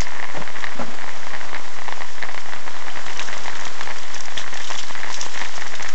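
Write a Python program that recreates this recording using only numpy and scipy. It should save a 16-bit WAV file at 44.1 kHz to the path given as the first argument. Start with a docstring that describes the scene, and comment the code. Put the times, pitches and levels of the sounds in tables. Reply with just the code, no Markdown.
"""Heavy rain drums on a taut umbrella just above a small camera microphone: each drop rings damped cloth modes.
A hose fizzes and splashes as noise grains and bubbles; run-off from a rinsed metal part joins halfway.
Early on, things knock (struck modes) and scrape (banded grit) in a plastic hose bin; rain falls all around.
The cheap recorder whines faintly and sits far off zero, so its negative peaks clip."""
import sys
import numpy as np
from scipy import signal
from scipy.fft import rfft, irfft
from scipy.io import wavfile
from scipy.ndimage import uniform_filter1d

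SR = 44100
rng = np.random.default_rng(int(sys.argv[2]) if len(sys.argv) > 2 else 0)


def int16_out(signal):
    """Quantize to a 16-bit WAV file."""
    q = np.round(np.clip(np.atleast_2d(signal).T, -1, 1) * 32767)
    wavfile.write(sys.argv[1], SR, q.astype(np.int16))


N = 261954


def undb(db):
    """Amplitude factor of a level in dB."""
    return 10 ** (np.asarray(db) / 20)


def level(x, rms_db):
    """Scale to an rms level."""
    return x * undb(rms_db) / np.sqrt(np.mean(x ** 2))


def decay(t, t60_s):
    """Exponential decay, 60 dB down at t60_s."""
    return np.exp(-np.log(1000) * t / t60_s)


def seconds(length_s):
    """Time axis of a grain."""
    return np.arange(int(length_s * SR)) / SR


def curve(table):
    """Amplitude over the scene from (time [s], level [dB])."""
    time_s, db = np.transpose(table)
    return undb(np.interp(np.arange(N) / SR, time_s, db))


def add(out, time_s, grains):
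    """Mix one grain (row) in at each time."""
    at = (np.asarray(time_s) * SR).astype(int)[:, None] + np.arange(grains.shape[1])
    out += np.bincount(at.ravel(), grains.ravel(), N + SR)[:N]


def band(x, hz, width_hz):
    """Single resonance."""
    return signal.lfilter(*signal.iirpeak(hz, hz / width_hz, fs=SR), x)


def walk(rate_hz):
    """Random levels held 1 / rate_hz and slewed twice."""
    hold = int(SR / rate_hz)
    steps = np.repeat(rng.standard_normal(N // hold + 1), hold)
    return 1.08 * uniform_filter1d(uniform_filter1d(steps, hold), hold)[:N]


# steady tones: (frequency [Hz], rms level [dB])
WHINE_TONES = [(1000, -53), (7500, -63.5)]


def whine():
    """Two thin steady tones from the camera's electronics."""
    t = np.arange(N) / SR
    return sum(undb(db) * 2 ** .5 * np.sin(2 * np.pi * hz * t) for hz, db in WHINE_TONES)


# spectrum of the surrounding rain: (frequency [Hz], relative density [dB per Hz])
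FAR_RAIN_SPECTRUM = [(25, -6.5), (60, -9), (130, -8), (300, -8), (600, -3.5), (1000, -2.5), (1300, -3),
                     (1860, -5.5), (2520, -11.5), (4000, -15), (7300, -20), (8400, -18)]
FAR_RAIN_RMS_DB = -40


def far_rain():
    """Rain on the ground around: bands half an octave apart swell together and flicker alone."""
    hz, db = np.transpose(FAR_RAIN_SPECTRUM)
    f = np.maximum(np.fft.rfftfreq(N, 1 / SR), 1)
    colour = undb(np.interp(np.log(f), np.log(hz), db))
    swell = walk(2)
    out = np.zeros(N)
    for centre_oct in np.arange(4.5, 13.6, .5):  # log2 of Hz
        share = np.clip(1 - 2 * np.abs(np.log2(f) - centre_oct), 0, 1) ** .5
        noise = irfft(rfft(rng.standard_normal(N)) * colour * share, N)
        out += undb(3.0 * swell + 0.84 * walk(25)) * noise
    return level(out, FAR_RAIN_RMS_DB)


# things dragged along the bin: (time [s], level [dB])
SCRAPE_LEVEL = [(.32, -58), (.35, -38), (.4, -36), (.46, -48), (.74, -48), (.8, -34), (.86, -40),
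                (.95, -37.5), (1.05, -63)]


def scrape():
    """Uneven stick-slip grit, ringing the wall in a broad band."""
    time_s, db = np.transpose(SCRAPE_LEVEL)
    grit = rng.standard_normal(N) * undb(3.9 * walk(120))
    envelope = undb(np.interp(np.arange(N) / SR, time_s, db, -120, -120))
    return envelope * level(band(grit, 620, 700), 0)


# blows in the bin: (time [s], level [dB], pitch factor [1], nominal contact [s])
BIN_BLOWS = [(0.345, -30.5, 1.3, 0.0012), (0.356, -36, 1.02, .001), (0.374, -24, 0.69, 0.0028),
             (0.386, -41, 1.03, .001), (.405, -28.5, 0.85, 0.0022), (0.754, -28, 1.1, 0.0042),
             (0.793, -20.5, 1.02, 0.00092), (.801, -37, 1.14, 0.0007), (.808, -26, 1.04, 0.0013),
             (.814, -21.5, 1.014, 0.00068), (0.83, -33.5, 0.9, 0.00051), (0.846, -30, 0.81, .004),
             (.88, -29.5, 0.97, 0.0022), (.92, -37, 1.07, 0.00083)]
# wall modes before the pitch factor: (frequency [Hz], t60 [s], level [dB])
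BIN_MODES = [(239, 0.12, -1.5), (356, 0.048, -6), (525, 0.06, -7), (676, 0.054, -14), (835, 0.05, -5),
             (986, 0.042, -2.5), (1306, 0.046, -2)]


def bin_knocks():
    """Blows on the plastic wall: a longer push leaves the upper modes quiet; loose parts rattle after."""
    out, t = np.zeros(N), seconds(.25)
    for time_s, db, pitch, contact_s in BIN_BLOWS:
        ring = sum(undb(mode_db) * np.sin(2 * np.pi * hz * pitch * t) * decay(t, t60_s)
                   for hz, t60_s, mode_db in BIN_MODES)
        rattle = 3.1 * band(rng.standard_normal(len(t)), 800, 1300) * decay(t, 0.11)
        push = t * np.exp(-t / max(contact_s / 8, 1 / SR))
        blow = signal.fftconvolve(ring + rattle, push / push.sum())[None, :len(t)]
        add(out, [time_s], -undb(db) * blow)
    # the blows carry little below about 140 Hz
    return signal.sosfilt(signal.butter(2, 140, "high", fs=SR, output="sos"), out)


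# ringing bubbles, and one short click at the very start:
# (time [s], level [dB], first pitch [Hz], last pitch [Hz], t60 [s])
PLINK_GLIDES = [(3.159, -34, 2900, 3020, .08), (3.1946, -13, 3600, 3750, 0.0085),
                (3.1946, -11.5, 1900, 2880, 0.012), (2.9, -28.5, 2700, 3100, .04),
                (4.3766, -8.5, 2660, 3800, 0.01), (4.3764, -18, 1900, 1800, .02),
                (4.7529, -18, 3200, 3500, .012), (4.7863, -17, 2860, 3340, 0.015),
                (5.143, -22, 2000, 4040, 0.031), (.0053, -15.5, 2400, 2000, 0.011)]


def plinks():
    """Ringing bubbles and an opening click: decaying tones gliding quickly from first pitch to last."""
    out, t = np.zeros(N), seconds(.05)
    time_s, db, first_hz, last_hz, t60_s = np.transpose(PLINK_GLIDES)[:, :, None]
    hz = last_hz + (first_hz - last_hz) * np.exp(-t / 0.001)
    fade = (1 - np.exp(-t / 0.000067)) * decay(t, t60_s)
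    add(out, time_s[:, 0], undb(db) * fade * np.sin(2 * np.pi * np.cumsum(hz, axis=1) / SR))
    return out


# water bands; splashes use all but the first: (centre [Hz], width [Hz], level [dB])
WATER_BANDS = [(1670, 1200, -1), (3256, 800, -2), (5600, 1980, -1), (8040, 1800, -6.5)]


def splash(time_s, db, hz, length_s):
    """A small rising bubble wrapped in spatter: part around the same pitch, part ringing the rinsed metal."""
    out, broad = np.zeros(N), np.zeros(N)
    t = seconds(min(.032, 4 * length_s.max()))
    onset = 1 - np.exp(-t / 0.00038)
    fade = undb(db)[:, None] * onset * np.exp(-.7 * (t / np.clip(length_s, .001, .03)[:, None]) ** 1.8)
    cycles = np.clip(hz, 500, 7800)[:, None] * t
    bubble = np.sin(2 * np.pi * cycles * (.85 + 30 * t)) * np.exp(-t / 0.0018)
    noise = rng.standard_normal((2, len(time_s), len(t)))
    flutter = uniform_filter1d(noise, size=30, axis=2) * 30 ** .5
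    spatter = flutter[0] * np.cos(2 * np.pi * cycles) + flutter[1] * np.sin(2 * np.pi * cycles)
    add(out, time_s, fade * (0.2 * bubble + 0.59 * spatter))
    add(broad, time_s, fade * rng.standard_normal(fade.shape))
    metal = sum(undb(g) * band(broad, centre_hz, width_hz) for centre_hz, width_hz, g in WATER_BANDS[1:])
    return out + undb(3.0) * metal


# loudest splashes off the hose and the rinsed part: (time [s], level [dB], pitch [Hz], length [s])
BIG_SPLASHES = [(.0053, -19, 6200, .0025), (0.01, -26, 4840, .003), (0.014, -26, 5000, 0.0044),
                (.022, -31.5, 5000, 0.02), (.604, -27, 3180, .0047), (3.06, -33.5, 3600, .013),
                (3.1715, -29, 5880, .004), (3.1945, -25, 5760, .0022), (3.197, -28, 2400, .012),
                (3.2175, -28, 3060, 0.0054), (3.226, -29, 6000, .0047), (3.252, -31, 5700, 0.0041),
                (3.3323, -34, 2920, .03), (3.3779, -26, 5900, .0037), (3.609, -28, 6100, .0042),
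                (3.652, -20, 3180, 0.0027), (3.678, -26.5, 3700, .0041), (3.8075, -29.5, 3500, .0055),
                (3.8303, -26.5, 3370, .0048), (3.983, -30.5, 5570, 0.0058), (4.1435, -25, 5930, 0.0052),
                (4.1535, -29.5, 3040, .0092), (4.1778, -27, 6050, .0041), (4.2055, -19.5, 6140, 0.0027),
                (4.254, -29.5, 6030, .0061), (4.375, -27, 3400, 0.013), (4.3865, -25, 3300, .004),
                (4.395, -27, 3030, 0.0077), (4.405, -31.5, 3490, .021), (4.54, -28, 5970, 0.0057),
                (4.572, -25, 3640, 0.0052), (4.643, -27.5, 3800, .008), (4.672, -27.5, 3450, .0095),
                (4.702, -23, 6150, .0045), (4.717, -23, 3000, .0045), (4.7296, -28, 5600, .007),
                (4.7532, -26, 3380, .0019), (4.775, -27.5, 6230, .0082), (4.7875, -26, 3170, 0.021),
                (4.829, -27.5, 3920, 0.0057), (5.102, -34, 3890, .018), (5.125, -25.5, 6150, .0066),
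                (5.141, -24.5, 5880, .0057), (5.147, -31.5, 5630, .028), (5.2001, -30, 5800, .0077),
                (5.2116, -15.5, 6120, .0039), (5.2233, -29, 5570, 0.016), (5.2536, -32, 3400, 0.015),
                (5.3747, -28, 3410, .0045), (5.389, -28, 6000, .0042), (5.447, -26, 2890, 0.0068),
                (5.4862, -29, 6000, .0037), (5.5673, -26, 5530, .0045), (5.668, -29, 5600, .0042),
                (5.678, -24, 5400, .0022), (5.751, -27.5, 3370, 0.0079), (5.8244, -25, 5980, 0.0058),
                (5.887, -27, 5800, .008)]
# course of the spray: (time [s], relative level [dB])
SPRAY_LEVEL = [(0.0, -41.5), (2.79, -40.5), (3.32, -38), (3.57, -39), (3.7, -37.5), (4.09, -39),
               (4.52, -38), (4.65, -35), (4.96, -37.5), (5.33, -35), (5.69, -37.5), (5.94, -38.5)]
RINSE_FROM_S, RUNOFF_MEAN_DB, RUNOFF_MEDIAN_S = 3.05, -35.5, .009


def hose(small_count=1500, runoff_count=45):
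    """Big splashes, scattered run-off, many small ones and a flickering fizz, the last two following the spray."""
    time_s, db = np.transpose(SPRAY_LEVEL)
    chance = rng.random((small_count, 4)).T
    small_s = chance[0] * N / SR
    small_db = np.interp(small_s, time_s, db) - 4.5 - 3.0 * np.log(1 - .95 * chance[1])
    small = splash(small_s, small_db, 2600 * 2.9 ** chance[2], 0.00099 + 0.0023 * chance[3])

    # gulps of water run off the part once rinsing begins
    luck = rng.standard_normal((runoff_count, 4)).T
    runoff_s = rng.uniform(RINSE_FROM_S, N / SR, runoff_count)
    runoff_hz = np.where(luck[0] > .25, 5900, 3250) * np.exp(.07 * luck[1])
    runoff_length_s = RUNOFF_MEDIAN_S * np.exp(0.42 * luck[3])
    runoff = splash(runoff_s, RUNOFF_MEAN_DB + 2.2 * luck[2], runoff_hz, runoff_length_s)

    fizz = np.zeros(N)
    for hz, width_hz, band_db in WATER_BANDS:
        hiss = level(band(rng.standard_normal(N), hz, width_hz), 0)
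        fizz += undb(band_db + 1.75 * walk(40)) * hiss
    big = splash(*np.transpose(BIG_SPLASHES))
    return big + runoff + small + curve(SPRAY_LEVEL) * level(fizz, -2.56)


# cloth panel, low to high: (frequency [Hz], t60 [s], level [dB], relative pitch spread [1]);
# pitch and t60 are nominal, scattered per drop
CLOTH_MODES = [(232, 0.0072, -18, 0.28), (675, 0.0088, -5, 0.17), (982, 0.005, 5, .09),
               (1762, 0.0047, 7.5, 0.073), (3570, 0.0019, 4, 0.069)]


def cloth(time_s, db, low_db, snap_db, scatter_db, detune):
    """Each drop swings all modes out on a pressure crest, tuned by where it lands; a shiver follows."""
    out, shiver = np.zeros(N), np.zeros(N)
    t = seconds(0.015).astype(np.float32)
    chance = rng.standard_normal((len(time_s), 3 * len(CLOTH_MODES)), dtype=np.float32)
    mode_colours_db = (low_db, low_db, low_db, 0 * db, snap_db)
    grains = 0
    for k, (hz, t60_s, mode_db, spread) in enumerate(CLOTH_MODES):
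        pitch, ring, size = chance[:, 3 * k:3 * k + 3].T[:, :, None]
        gain = undb(db[:, None] + mode_colours_db[k][:, None] + mode_db + scatter_db * size)
        fade = (1 - 0.25 * np.exp(-t / 0.00027)) * decay(t, t60_s * np.exp(0.28 * ring))
        mode_hz = hz * np.exp(detune * spread * pitch)
        grains = grains + gain * fade * np.cos(2 * np.pi * mode_hz * t + 0.55)
    add(out, time_s, grains)
    tail = (1 - np.exp(-t / 0.00068)) * decay(t, 0.049)
    add(shiver, time_s, undb(db)[:, None] * tail * rng.standard_normal(grains.shape))
    return out + undb(-8.5) * (band(shiver, 1100, 860) + undb(5.5) * band(shiver, 1900, 800))


# loudest drops: (time [s], relative level [dB], three low modes above it [dB])
LOUD_DROPS = [(.018, -19, -4), (.069, -21, -4), (.1379, -31.5, 7), (.1494, -24, -10), (.171, -26, -3),
              (0.1925, -26.5, -1.5), (0.1987, -19.5, -4), (.2277, -21, 4.5), (.2405, -22, -4),
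              (.2434, -19.5, -5), (0.289, -29, 3), (.2998, -24, -4), (.3705, -25.5, 1.5), (.4162, -23.5, 0),
              (0.4227, -22, 0), (.4326, -25, -7), (0.4763, -18.5, -5), (.5022, -23, -3), (.567, -19, -9.5),
              (0.5845, -24, 1), (.625, -23, -9), (0.6414, -14.5, -1.5), (.6686, -17, -8), (.6926, -26, 0),
              (.7285, -22.5, -8), (0.9867, -24, -3), (1.011, -24, -11), (1.0193, -21, -13),
              (1.042, -28.5, 7.5), (1.078, -27, 3), (1.0923, -20.5, -4), (1.1638, -26, -11),
              (1.2691, -24, 2.5), (1.3053, -25, -9), (1.3317, -25.5, 0), (1.3354, -19.5, -9),
              (1.3492, -21, 0), (1.3635, -25, -1), (1.413, -22, -9), (1.4302, -28, 1), (1.4422, -26, -4),
              (1.448, -30, 1), (1.493, -24.5, -6), (1.5304, -24.5, 5), (1.5465, -11, -11),
              (1.5581, -20, -13), (1.5664, -23, -11), (1.6557, -30.5, 1), (1.6788, -30, 2),
              (1.7875, -23.5, -1), (1.8191, -29, 5.5), (1.8808, -19, -2), (1.8882, -20.5, -2),
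              (1.9243, -16, -2.5), (1.971, -24, -7), (2.007, -23, 1), (2.0192, -18, -2), (2.1819, -26, 1.5),
              (2.2205, -27, 1), (2.226, -14.5, -1.5), (2.235, -24, 2), (2.2881, -20.5, -3),
              (2.2437, -29, -8), (2.248, -29, 3), (2.2842, -29, -2), (2.3453, -20.5, -1.5),
              (2.378, -15, -4), (2.4588, -27, 1), (2.4936, -23.5, -9), (2.5235, -21, -19),
              (2.535, -17.5, -9), (2.5622, -22, -6), (2.6785, -19.5, -2), (2.766, -27, 3),
              (2.8682, -26.5, 2.5), (2.8832, -20, -9), (2.9591, -21, -13), (2.972, -18.5, -5),
              (2.993, -23, -6), (3.0825, -20, -8), (3.1043, -24, 1.5), (3.166, -24, -4), (3.204, -28, -10),
              (3.214, -22, -5), (3.286, -20, -7), (3.3086, -27, 1), (3.3284, -18, -5), (3.3368, -24, -14),
              (3.458, -19, -1), (3.481, -17.5, -1), (3.4968, -20.5, -12), (3.5317, -27, -10),
              (3.5691, -24.5, -12), (3.5936, -24.5, -3), (3.6678, -22.5, 1.5), (3.81, -15, -1.5),
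              (3.859, -27.5, -1), (3.874, -20, -1), (3.89, -22, -6), (3.9026, -24.5, 0), (3.9087, -18, -6),
              (3.916, -24, -1.5), (3.9698, -25.5, 0), (4.1418, -27.5, -5), (4.1644, -24, -3),
              (4.2553, -23.5, -10), (4.2828, -20, -2), (4.3706, -24, -6), (4.3947, -24, -2),
              (4.415, -28, -12), (4.4786, -20, -2.5), (4.527, -22.5, -6), (4.536, -26, 1),
              (4.556, -28, 5.5), (4.5742, -24, -8), (4.6055, -26, 3.5), (4.7024, -19.5, 0),
              (4.711, -20.5, 1), (4.7215, -23, -10), (4.7426, -27, 2), (4.837, -28.5, 1.5),
              (4.8808, -25, -9), (4.8982, -23.5, -5), (4.9084, -28, 5), (4.952, -17.5, -3.5),
              (4.9602, -23, -4), (4.9778, -21, -11), (4.99, -25, -3), (5.0107, -27, -11),
              (5.0329, -15.5, -12), (5.0454, -21.5, 2), (5.0637, -24, -12), (5.082, -24, -4),
              (5.1011, -20.5, -2), (5.1168, -22, -10), (5.1786, -26.5, -4), (5.1893, -24, -7),
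              (5.2283, -27, 3), (5.2643, -19, -3.5), (5.354, -24, -7), (5.3756, -16, -8),
              (5.4037, -20.5, -5), (5.4151, -16, 0.5), (5.4204, -18, -4), (5.424, -22, -8),
              (5.436, -22, -4), (5.449, -25, -12), (5.458, -23, -8), (5.5411, -33, 6), (5.5794, -24.5, 5),
              (5.6118, -25, -5), (5.6198, -22.5, -1), (5.6225, -22, -8), (5.6643, -22, -6),
              (5.7406, -23.5, -3), (5.7972, -17.5, -13), (5.808, -20.5, 1), (5.8468, -23.5, 2),
              (5.861, -17, -17), (5.8908, -19.5, -12)]
# medium and small drops: (time [s], level against their mean [dB])
PATTER_LEVEL = [(0, 0.28), (.7, -0.011), (1.4, -0.95), (2.1, -1.5), (2.8, -0.26), (3.5, -0.063),
                (4.2, 0.11), (4.9, 0.97), (5.4, 1.5), (5.94, .5)]
DROP_GAIN_DB = 3.5  # gain of loud and medium drops over their listed levels
SNAP_DB, SNAP_SPREAD_DB = -11.5, 3.5  # top mode against the drop level, and its scatter
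REBOUND_S, REBOUND_DB = .009, -9  # nominal delay and level of a droplet thrown up
MEDIUM_DB, MEDIUM_SPREAD_DB = -31, 2.5
ECHO_DB = -15


def rain(small_count=4200, medium_count=200):
    """Loud drops with rebounds, medium ones and a dense patter, softened as water spreads on contact."""
    time_s, db, low_db = np.transpose(LOUD_DROPS)
    luck = np.clip(rng.standard_normal((len(time_s), 4)).T, -3, 1.5)
    snap_db = SNAP_DB + SNAP_SPREAD_DB * luck[0]
    loud = cloth(time_s, db + DROP_GAIN_DB, low_db, snap_db, scatter_db=1.27, detune=0.57)
    rebound_s = time_s + REBOUND_S * np.exp(.5 * luck[1])
    rebound_db = db + REBOUND_DB + 3.0 * luck[2]
    rebound = cloth(rebound_s, rebound_db, -3 + 5 * luck[3], snap_db, scatter_db=2.5, detune=.9)

    luck = np.clip(rng.standard_normal((medium_count, 3)).T, -3, 1.2)
    medium_s = rng.random(medium_count) * N / SR
    medium_db = MEDIUM_DB + DROP_GAIN_DB + MEDIUM_SPREAD_DB * luck[0]
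    medium = cloth(medium_s, medium_db, -1.5 + 5 * luck[1], SNAP_DB + SNAP_SPREAD_DB * luck[2],
                   scatter_db=2.0, detune=0.93)

    chance = rng.random((small_count, 4)).T
    small_db = -44 - 4.0 * np.log(1 - .95 * chance[1])
    small = cloth(chance[0] * N / SR, small_db, -3 + 8 * (chance[2] - .5), -8 + 8 * (chance[3] - .5),
                  scatter_db=4.0, detune=1.54)
    patter = curve(PATTER_LEVEL) * (medium + small)

    def contact(at_s):
        """Smooth push of a spreading drop."""
        return np.exp(-.5 * ((seconds(.003) - at_s) / .00006) ** 2)

    # the sound returns once more between camera and canopy
    response = contact(0.00023) + undb(ECHO_DB) * contact(0.001222)
    return signal.fftconvolve(loud + rebound + patter, response / response.sum())[:N]


def scene():
    """All sources, background first, as one channel."""
    return (whine() + far_rain() + scrape() + bin_knocks() + plinks() + hose() + rain())[None]


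OFFSET, RAIL, SECOND_RAIL = -.3455, -.499, -.497  # of full scale
TOP_HZ, LAST_HZ = 8500, 15800  # stopband edge of the first low-pass, passband edge of the last


def record(dry):
    """The offset pushes troughs into the rail; after the band limit the overshoot is squeezed at a second rail."""
    clipped = np.maximum(dry, RAIL - OFFSET)
    narrow = signal.sosfilt(signal.cheby2(16, 65, TOP_HZ, fs=SR, output="sos"), clipped)
    squeezed = narrow + .35 * np.maximum(SECOND_RAIL - OFFSET - narrow, 0)
    return OFFSET + signal.sosfilt(signal.ellip(10, .2, 60, LAST_HZ, fs=SR, output="sos"), squeezed)


dry = scene()
out = record(dry)
int16_out(out)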